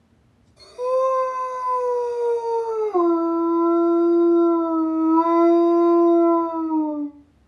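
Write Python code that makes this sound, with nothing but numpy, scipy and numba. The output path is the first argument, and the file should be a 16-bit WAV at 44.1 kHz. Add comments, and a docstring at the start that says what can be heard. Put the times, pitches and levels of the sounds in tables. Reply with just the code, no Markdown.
"""A large dog in a hard-walled kitchen breathes out, then howls toward a phone: a clear high note that sags,
breaks down to a lower note, dips once and slides away. Steady vocal folds (summed sines) and escaping air
(noise) share one throat of resonances; a thin whine squeaks through the first breath. Wall echoes swell and
cancel the overtones as the pitch slides. Hush and a low appliance rumble sink back while the howl is loud;
a faint drone comes and goes during the dip."""
import sys
import numpy as np
from scipy import signal
from scipy.fft import rfft, irfft
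from scipy.io import wavfile
from scipy.ndimage import uniform_filter1d
from numba import njit

SR = 44100
rng = np.random.default_rng(int(sys.argv[2]) if len(sys.argv) > 2 else 0)


def int16_out(signal):
    """Quantize to a 16-bit WAV file."""
    q = np.round(np.clip(np.atleast_2d(signal).T, -1, 1) * 32767)
    wavfile.write(sys.argv[1], SR, q.astype(np.int16))


def ratio(d):
    """dB to gain"""
    e = np.asarray(d, float) / 20
    return 10 ** e


N = 329689
TIME = np.arange(N) / SR  # seconds

# Spectrum of the kitchen hush. Each row: frequency in Hz, relative density in dB per Hz.
HUSH_SPECTRUM = [(15, -60), (25, -29.5), (74, -5.5), (233, -18), (279, -18), (2280, -35.5), (12300, -52.5),
                 (16000, -81), (22000, -120)]
# Room modes under the appliance. Each row: centre in Hz, width in Hz, mean level in dB before the hush sinks.
RUMBLE_MODES = [(68.6, 7.7, -63.5), (120, 13, -76), (167, 20, -77), (229, 47, -66.5)]
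# Air escaping through the throat. Each row: time in seconds, gain in dB, treble tilt in dB at 4 kHz,
# resonance shift as the jaw opens as a ratio.
BREATH_PATH = [(.43, -108, 17, .95), (.48, -74, 9.5, 0.79), (.555, -89, 3, 1.2), (.57, -57, 2.5, .95),
               (.63, -49.5, 0.5, .97), (.76, -48, -1, 1.0), (.9, -54, 2, 1.0), (1.5, -52, 0.5, 1.022),
               (2.6, -51, -1.5, 0.99), (2.92, -49.5, -6, 1.05), (3.1, -62.5, -5, 1.0145),
               (4.3, -61, -10, 1.02), (4.8, -64.5, -4, 0.98), (5.3, -56.5, -8, 1.012),
               (6.3, -58.5, -8, 1.01), (7.0, -63.5, -9.5, 0.97), (7.2, -101.5, -15, 0.96)]
# Throat resonances. Each row: centre in Hz, width in Hz, gain for the voice in dB, gain for the breath in dB.
THROAT_RESONANCES = [(397, 81, -42, 0), (645.7, 89, -44.5, 2.5), (1160, 350, -34.5, 1.5),
                     (1659, 93, -3, -21.5), (2057, 370, 0, -8.5), (2532, 140, -1.5, -5),
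                     (3705, 250, 3.5, -9.5), (4612, 440, -2, -6.5), (5734, 320, -6, -7),
                     (6390, 840, -15, -5), (9080, 2800, -22, -9), (9800, 510, -25, -12),
                     (10570, 1800, -26.5, -12)]
# Side cavities that swallow a band. Each row: centre in Hz, width in Hz.
SIDE_CAVITIES = [(4150, 220), (5270, 300)]
# Whine before the howl. Each row: time in seconds, pitch in Hz, gain in dB.
WHINE_PATH = [(.57, 2100, -110), (.6, 2144, -47.5), (.64, 2184, -47), (.68, 2240, -51.5), (.74, 2250, -66),
              (.8, 2255, -110)]
# Vocal folds, breaking to the lower note near 3 s. Each row: time in seconds, pitch in Hz.
FOLD_PITCH = [(0.78, 487.0), (0.92, 514.8), (1.06, 525.7), (1.24, 516.9), (1.75, 502.9), (1.96, 486.1),
              (2.2, 476.3), (2.4, 464.5), (2.66, 457.0), (2.78, 435.6), (2.87, 425.0), (2.93, 399.0),
              (2.945, 366.0), (3.0, 345.4), (3.16, 333.1), (3.56, 335.6), (3.7, 338.0), (4.2, 341.1),
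              (4.46, 339.1), (4.64, 331.5), (4.84, 319.9), (5.1, 321.5), (5.17, 325.8), (5.24, 334.1),
              (5.5, 339.3), (5.85, 341.1), (6.1, 339.7), (6.44, 334.0), (6.7, 318.4), (7.07, 287.5),
              (7.2, 286.0)]
# How hard the dog howls. Each row: time in seconds, gain in dB.
HOWL_EFFORT = [(0.78, -33.5), (0.82, -25), (0.97, -18), (1.2, -12), (2.0, -20.5), (2.9, -19), (2.96, -17),
               (3.2, -20.5), (4.4, -17.5), (4.9, -22.5), (5.3, -18), (5.45, -16), (5.7, -19.5), (6.3, -17),
               (6.8, -31.5), (7.05, -39.5), (7.2, -63), (7.27, -75)]
# Upper overtones. Each row: time in seconds, gain in dB.
UPPER_GAIN = [(.78, -62), (.87, -50), (1.4, -57.5), (2.5, -56.5), (2.75, -65.5), (2.88, -56), (3.1, -62.5),
              (4.1, -60), (4.75, -67.5), (5.1, -61), (5.3, -50.5), (5.9, -55), (6.6, -66), (7.1, -78.5)]
# Overtones 1 to 4 over the effort. Each row: gain in dB of each overtone, for one stance.
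HIGH_OVERTONES_DB = (0.0, -9, -39, -46.5)  # the high note
SIDE_OVERTONES_DB = (0.11, -9.5, -12.5, -32)  # the low note side-on
FRONT_OVERTONES_DB = (-0.1, -5, -17, -17)  # the low note facing the phone
# Lower, middle and top parts of the throat. Each row: lower edge in Hz, upper edge in Hz.
THROAT_PARTS = [(0, 3100), (3100, 4200), (4200, 13000)]
# Those parts over the upper gain, on the high note, side-on and facing. Each row: gain in dB of each part.
HIGH_THROAT_DB, SIDE_THROAT_DB, FRONT_THROAT_DB = (3, -5, -2.5), (-1.5, -1, -3), (2.5, -4.5, -5)
# Where direct sound and wall echoes add or cancel, for each stance.
# Each row: centre in Hz, half-width in Hz, gain at the centre in dB.
SIDE_WALLS = [(405.2, 3.1, -10.5), (412.2, 12.0, -18.6), (447.0, 10.7, -9.0), (457.9, 1.3, -13.3),
              (465.7, 2.6, -8.7), (479.3, 2.2, -7.3), (506.5, 3.9, -24.5), (513.9, 17.9, -24.0),
              (671.0, 3.1, -13.6), (681.0, 2.7, -7.6), (821.3, 16.0, -12.3), (859.3, 4.6, -12.0),
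              (881.2, 37.6, -13.6), (917.5, 2.0, -9.4), (921.1, 2.0, 6.6), (937.1, 3.9, -19.5),
              (955.4, 4.6, -13.1), (962.4, 2.7, -7.0), (978.6, 3.8, -21.3), (1009.5, 2.4, 4.9),
              (1021.4, 3.7, -15.6), (1050.3, 2.3, -13.1), (1093.1, 19.7, -19.6), (1262.3, 21.4, 12.0),
              (1336.2, 11.6, 12.0), (1354.1, 5.9, 8.3), (1361.8, 2.5, -4.6), (1393.8, 3.9, -10.6),
              (1413.0, 4.0, 10.3), (1535.0, 35.0, 6.0), (2060.0, 60.0, 8.0)]
FRONT_WALLS = [(291.3, 4.9, 12.0), (302.8, 2.2, -9.6), (313.2, 4.2, 11.6), (320.2, 1.4, -6.8),
               (331.4, 4.8, -16.1), (582.8, 15.1, -10.7), (602.6, 6.1, 10.4), (645.7, 32.6, -16.7),
               (933.0, 11.8, 12.0), (952.8, 10.1, 12.0), (961.4, 10.9, -16.3), (971.6, 5.8, -11.0),
               (1012.2, 15.0, 12.0), (1015.7, 11.2, -16.5), (1171.1, 40.0, -20.7), (1237.6, 9.3, -11.3),
               (1300.0, 11.5, 5.7), (1322.7, 1.1, -15.5), (1331.9, 2.3, -6.2), (1359.7, 7.6, -15.4)]
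# Low drone during the dip in pitch. Each row: time in seconds, centre in Hz, gain in dB.
DRONE_PATH = [(4.5, 155.7, -99), (4.65, 152, -67.5), (5.2, 153.2, -63.5), (5.3, 151.4, -93.5)]

HUSH_DB = -59.5  # before it sinks under the howl
ROOM_T60_S, ROOM_TOP_HZ = .45, 5000
ROOM_DB, UPPER_ROOM_DB = -16, -7  # echo of the whole dog, and of its upper overtones
RAISE_S, RAISE_LENGTH_S = 0.96, 0.23  # the muzzle lifts to howl side-on
BREAK_S, BREAK_LENGTH_S = 2.93, 0.012  # the voice breaks to the low note
TURN_S, TURN_LENGTH_S = 4.6, 0.4  # the dog swings round to face the phone
FOLD_JITTER = .0015  # spread of the pitch, as a ratio
ECHO_LAG_S = .025  # the echoes carry the pitch of this long ago
BEATING_DB = 6.5  # per overtone above the first, at a slide of one neper a second
FADING_DB = 1.5  # slow fading of the upper overtones
RASP_DB, RASP_HZ = -36, 279  # size of the unevenness before extra rasp, and its low-pass corner
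RASP_BAND_HZ = [278, 1320]  # the lowest throat resonances
CRACK_DB = 13  # extra rasp at a slide of one neper a second
BREAK_RASP_DB, BREAK_SETTLE_S = 14, .08  # extra rasp as the voice breaks, and how fast it settles
# The lowest overtone falters through the break, then snaps back
CATCH_DB, CATCH_ENDS_S, CATCH_EDGE_S = -12, 2.943, .005


def level(x, db):
    """Scale to an rms level."""
    return x * ratio(db) / np.sqrt(np.mean(x ** 2))


def curves(table):
    """Columns of a table, sample by sample."""
    s, *columns = np.transpose(table)
    return [np.interp(TIME, s, c) for c in columns]


@njit
def svf(x, hz, width):
    """State-variable band-pass with a moving centre, gain 1 at the centre."""
    y, b, l = np.empty(len(x)), 0., 0.
    for i in range(len(x)):
        g, k = np.pi * hz[i] / SR, width / hz[i]
        g = g * (1 + g * g / 3 + 2 * g ** 4 / 15)  # tangent as a series
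        v = (b + g * (x[i] - l)) / (1 + g * (g + k))
        b, l, y[i] = 2 * v - b, l + 2 * g * v, k * v
    return y


def resonate(x, hz, width):
    """A steep resonance: the band-pass twice."""
    once = svf(x, hz, 1. * width)
    return svf(once, hz, 1. * width)


def walk(rate):
    """Random levels held 1 / rate s and slewed twice; spread near 1."""
    k = int(SR / rate)
    held = np.repeat(rng.standard_normal(N // k + 1), k)
    return 1.3 * uniform_filter1d(uniform_filter1d(held, k), k)[:N]


def ramp(start_s, length_s):
    """Rises from 0 to 1."""
    return np.clip((TIME - start_s) / length_s, 0, 1)


def kitchen():
    """Broad hush, with low room modes under the appliance that swell slowly."""
    hz = np.maximum(np.fft.rfftfreq(N, 1 / SR), 1)
    knots_hz, knots_db = np.transpose(HUSH_SPECTRUM)
    colour_db = np.interp(np.log(hz), np.log(knots_hz), knots_db)
    hush = level(irfft(rfft(rng.standard_normal(N)) * ratio(colour_db), N), HUSH_DB)
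    modes = 0
    for centre_hz, width, db in RUMBLE_MODES:
        mode = resonate(rng.standard_normal(N), np.full(N, 1. * centre_hz), width)
        modes = modes + ratio(db + 1.5 * walk(1.1)) * level(mode, 0)
    return hush + modes


def breath(db, hiss_db, shift, phase, voiced):
    """Turbulent air in the throat, puffed once a cycle while the folds vibrate; each band wanders and flickers."""
    air = rng.standard_normal(N) * (1 + .6 * voiced * np.cos(phase))
    bands = 0
    for k, (hz, width, _, air_db) in enumerate(THROAT_RESONANCES):
        tilt_db = hiss_db * np.clip((hz - 1300) / 2700, 0, 1.5)
        size = ratio(air_db + 3.4 * walk(8) + tilt_db)
        wandering_hz = hz * shift * (1 + 0.013 * walk(2.2))
        # the root evens out narrow and wide bands; neighbours alternate in sign
        band = resonate(air, wandering_hz, width) * np.sqrt(SR / width / 10)
        bands = bands + (-1) ** k * size * band
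    return ratio(db) * bands * (TIME > BREATH_PATH[0][0])


def room(x, db):
    """Dense, dull reflections off the walls that die away after a short gap."""
    t = TIME[:SR // 2]
    tail = rng.standard_normal(len(t)) * np.exp(-np.log(1000) * t / ROOM_T60_S) * (t > .006)
    tail = signal.sosfilt(signal.butter(1, ROOM_TOP_HZ, fs=SR, output="sos"), tail)
    return signal.fftconvolve(x, ratio(db) * tail / np.sqrt(np.sum(tail ** 2)))[:N]


def whine():
    """A thin whine through the first breath: three unsteady harmonics, the second strongest."""
    hz, db = curves(WHINE_PATH)
    phase = 2 * np.pi * np.cumsum(hz * (1 + 0.0025 * walk(40))) / SR
    harmonics = sum(ratio(g + 8.0 * walk(25)) * np.sin((k + 1) * phase) for k, g in enumerate([-12, 0, -14]))
    return ratio(db) * harmonics


def by_stance(high_db, side_db, front_db):
    """One level for the high note, then one for each stance of the low note."""
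    low_db = side_db + ramp(TURN_S, TURN_LENGTH_S) * (front_db - side_db)
    return high_db + ramp(BREAK_S, BREAK_LENGTH_S) * (low_db - high_db)


def wall_gain_db(hz, table):
    """Round swells and sharp dips where direct sound and echoes add or cancel, at a moving frequency."""
    coarse = slice(None, None, 64)  # every 64th sample is enough
    gain_db = sum(10 * np.log10(1 + (ratio(db) ** 2 - 1) / (1 + ((hz[coarse] - f) / half_width) ** 2))
                  for f, half_width, db in table)
    return np.interp(TIME, TIME[coarse], gain_db)


def echoes_db(hz):
    """Gain from muzzle to phone, changing as the muzzle lifts and the dog turns."""
    turn = ramp(TURN_S, TURN_LENGTH_S)
    side_db = ramp(RAISE_S, RAISE_LENGTH_S) * (1 - turn) * wall_gain_db(hz, SIDE_WALLS)
    return side_db + turn * wall_gain_db(hz, FRONT_WALLS)


def strong_overtones(hz, phase, slide):
    """Overtones 1 to 4 of the folds, each swelling and cancelling among the wall echoes."""
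    effort_db = curves(HOWL_EFFORT)[0]
    late_hz = np.interp(TIME - ECHO_LAG_S, TIME, hz)
    catch = ramp(BREAK_S, CATCH_EDGE_S) - ramp(CATCH_ENDS_S, CATCH_EDGE_S)
    low = 0
    for k, stance_db in enumerate(zip(HIGH_OVERTONES_DB, SIDE_OVERTONES_DB, FRONT_OVERTONES_DB)):
        size = ratio(effort_db + by_stance(*stance_db) + echoes_db((k + 1) * late_hz))
        if k == 0:
            size = size * ratio(CATCH_DB * catch)
        # late echoes of the old pitch beat against the new one, more so in higher overtones
        size = size * ratio(BEATING_DB * slide * k * walk(32))
        low = low + np.sqrt(2) * uniform_filter1d(size, int(0.0017 * SR)) * np.sin((k + 1) * phase)
    return low


def rasp(low, slide):
    """Uneven cycle sizes heard in the lowest throat resonances, rougher where the voice slides or breaks."""
    uneven = signal.sosfilt(signal.butter(1, RASP_HZ, fs=SR, output="sos"), rng.standard_normal(N))
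    settling = np.exp(-np.abs(TIME - BREAK_S) / BREAK_SETTLE_S)
    extra_db = CRACK_DB * slide + BREAK_RASP_DB * ramp(BREAK_S, BREAK_LENGTH_S) * settling
    rough = low * ratio(extra_db) * level(uneven, RASP_DB)
    return signal.sosfilt(signal.butter(4, RASP_BAND_HZ, "band", fs=SR, output="sos"), rough)


def upper_overtones(hz, phase, voiced, shift):
    """Faint overtones from the fifth up, which only the throat resonances let through."""
    # wall echoes fade them in five patterns shared in turn, with most flutter on the breathy high note
    fading = [ratio(FADING_DB * walk(rate) + 1.5 * (hz / 500) ** 2 * walk(45)) for rate in np.linspace(4, 8, 5)]
    source = sum(fading[k % 5] * (k * hz < 12000) * np.sin(k * phase + k * k) for k in range(5, 36))
    gain_db = curves(UPPER_GAIN)[0]
    high = 0
    for (lo, hi), *stance_db in zip(THROAT_PARTS, HIGH_THROAT_DB, SIDE_THROAT_DB, FRONT_THROAT_DB):
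        # the voice rings in resonances narrower than the breath does
        part = sum(ratio(db) * resonate(source, f * shift, 0.75 * width)
                   for f, width, db, _ in THROAT_RESONANCES if lo < f < hi)
        high = high + voiced * ratio(gain_db + by_stance(*stance_db)) * level(part, -2.5)
    return high * (TIME < UPPER_GAIN[-1][0])


def howl(shift):
    """Nearly periodic folds: four strong overtones with a faint rasp, and faint upper ones through the throat."""
    hz = uniform_filter1d(curves(FOLD_PITCH)[0], int(0.0041 * SR))
    onset = np.clip((TIME - FOLD_PITCH[0][0]) / 0.01, 0, 1)
    voiced = onset * np.clip((HOWL_EFFORT[-1][0] - TIME) / 0.048, 0, 1)
    phase = 2 * np.pi * np.cumsum(hz * (1 + FOLD_JITTER * walk(60))) / SR
    slide = uniform_filter1d(np.abs(np.gradient(np.log(hz))) * SR, int(.12 * SR))
    slide = np.minimum(slide, .6)  # nepers a second
    low = strong_overtones(hz, phase, slide)
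    low = low + rasp(low, slide)
    high = upper_overtones(hz, phase, voiced, shift)
    # the upper overtones also arrive by way of the walls, somewhat weaker than directly
    return voiced * low + high + room(high, UPPER_ROOM_DB), phase, voiced


def drone():
    """A faint low drone, noise in one narrow resonance, that comes and goes during the dip in pitch."""
    hz, db = curves(DRONE_PATH)
    return ratio(db) * level(resonate(rng.standard_normal(N), hz, 20), 0)


def scene():
    """The dog, its echo and the kitchen, whose hush and rumble sink as the howl gets loud."""
    air_db, hiss_db, shift = curves(BREATH_PATH)
    voice, phase, voiced = howl(shift)
    dog = voice + breath(air_db, hiss_db, shift, phase, voiced)
    for hz, width in SIDE_CAVITIES:
        dog = dog - svf(dog, np.full(N, 1. * hz), 1. * width)
    dog = dog + whine()
    loudness = np.sqrt(uniform_filter1d(dog ** 2, int(.3 * SR)) + 1e-12)
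    duck = (1 + loudness / 0.011) ** -.25
    mix = dog + room(dog, ROOM_DB) + duck * kitchen() + drone()
    return mix[None]


def band_limit(x):
    """A steep low-pass at the top of the band."""
    return signal.sosfilt(signal.butter(12, 12440, fs=SR, output="sos"), x)


def record(dry):
    """The phone cuts the very top and the deep bass."""
    topped = signal.sosfilt(signal.ellip(8, .2, 60, 12400, fs=SR, output="sos"), dry)
    finished = signal.sosfilt(signal.butter(2, 26, "high", fs=SR, output="sos"), topped)
    return band_limit(finished)


dry = scene()
out = record(dry)
int16_out(out)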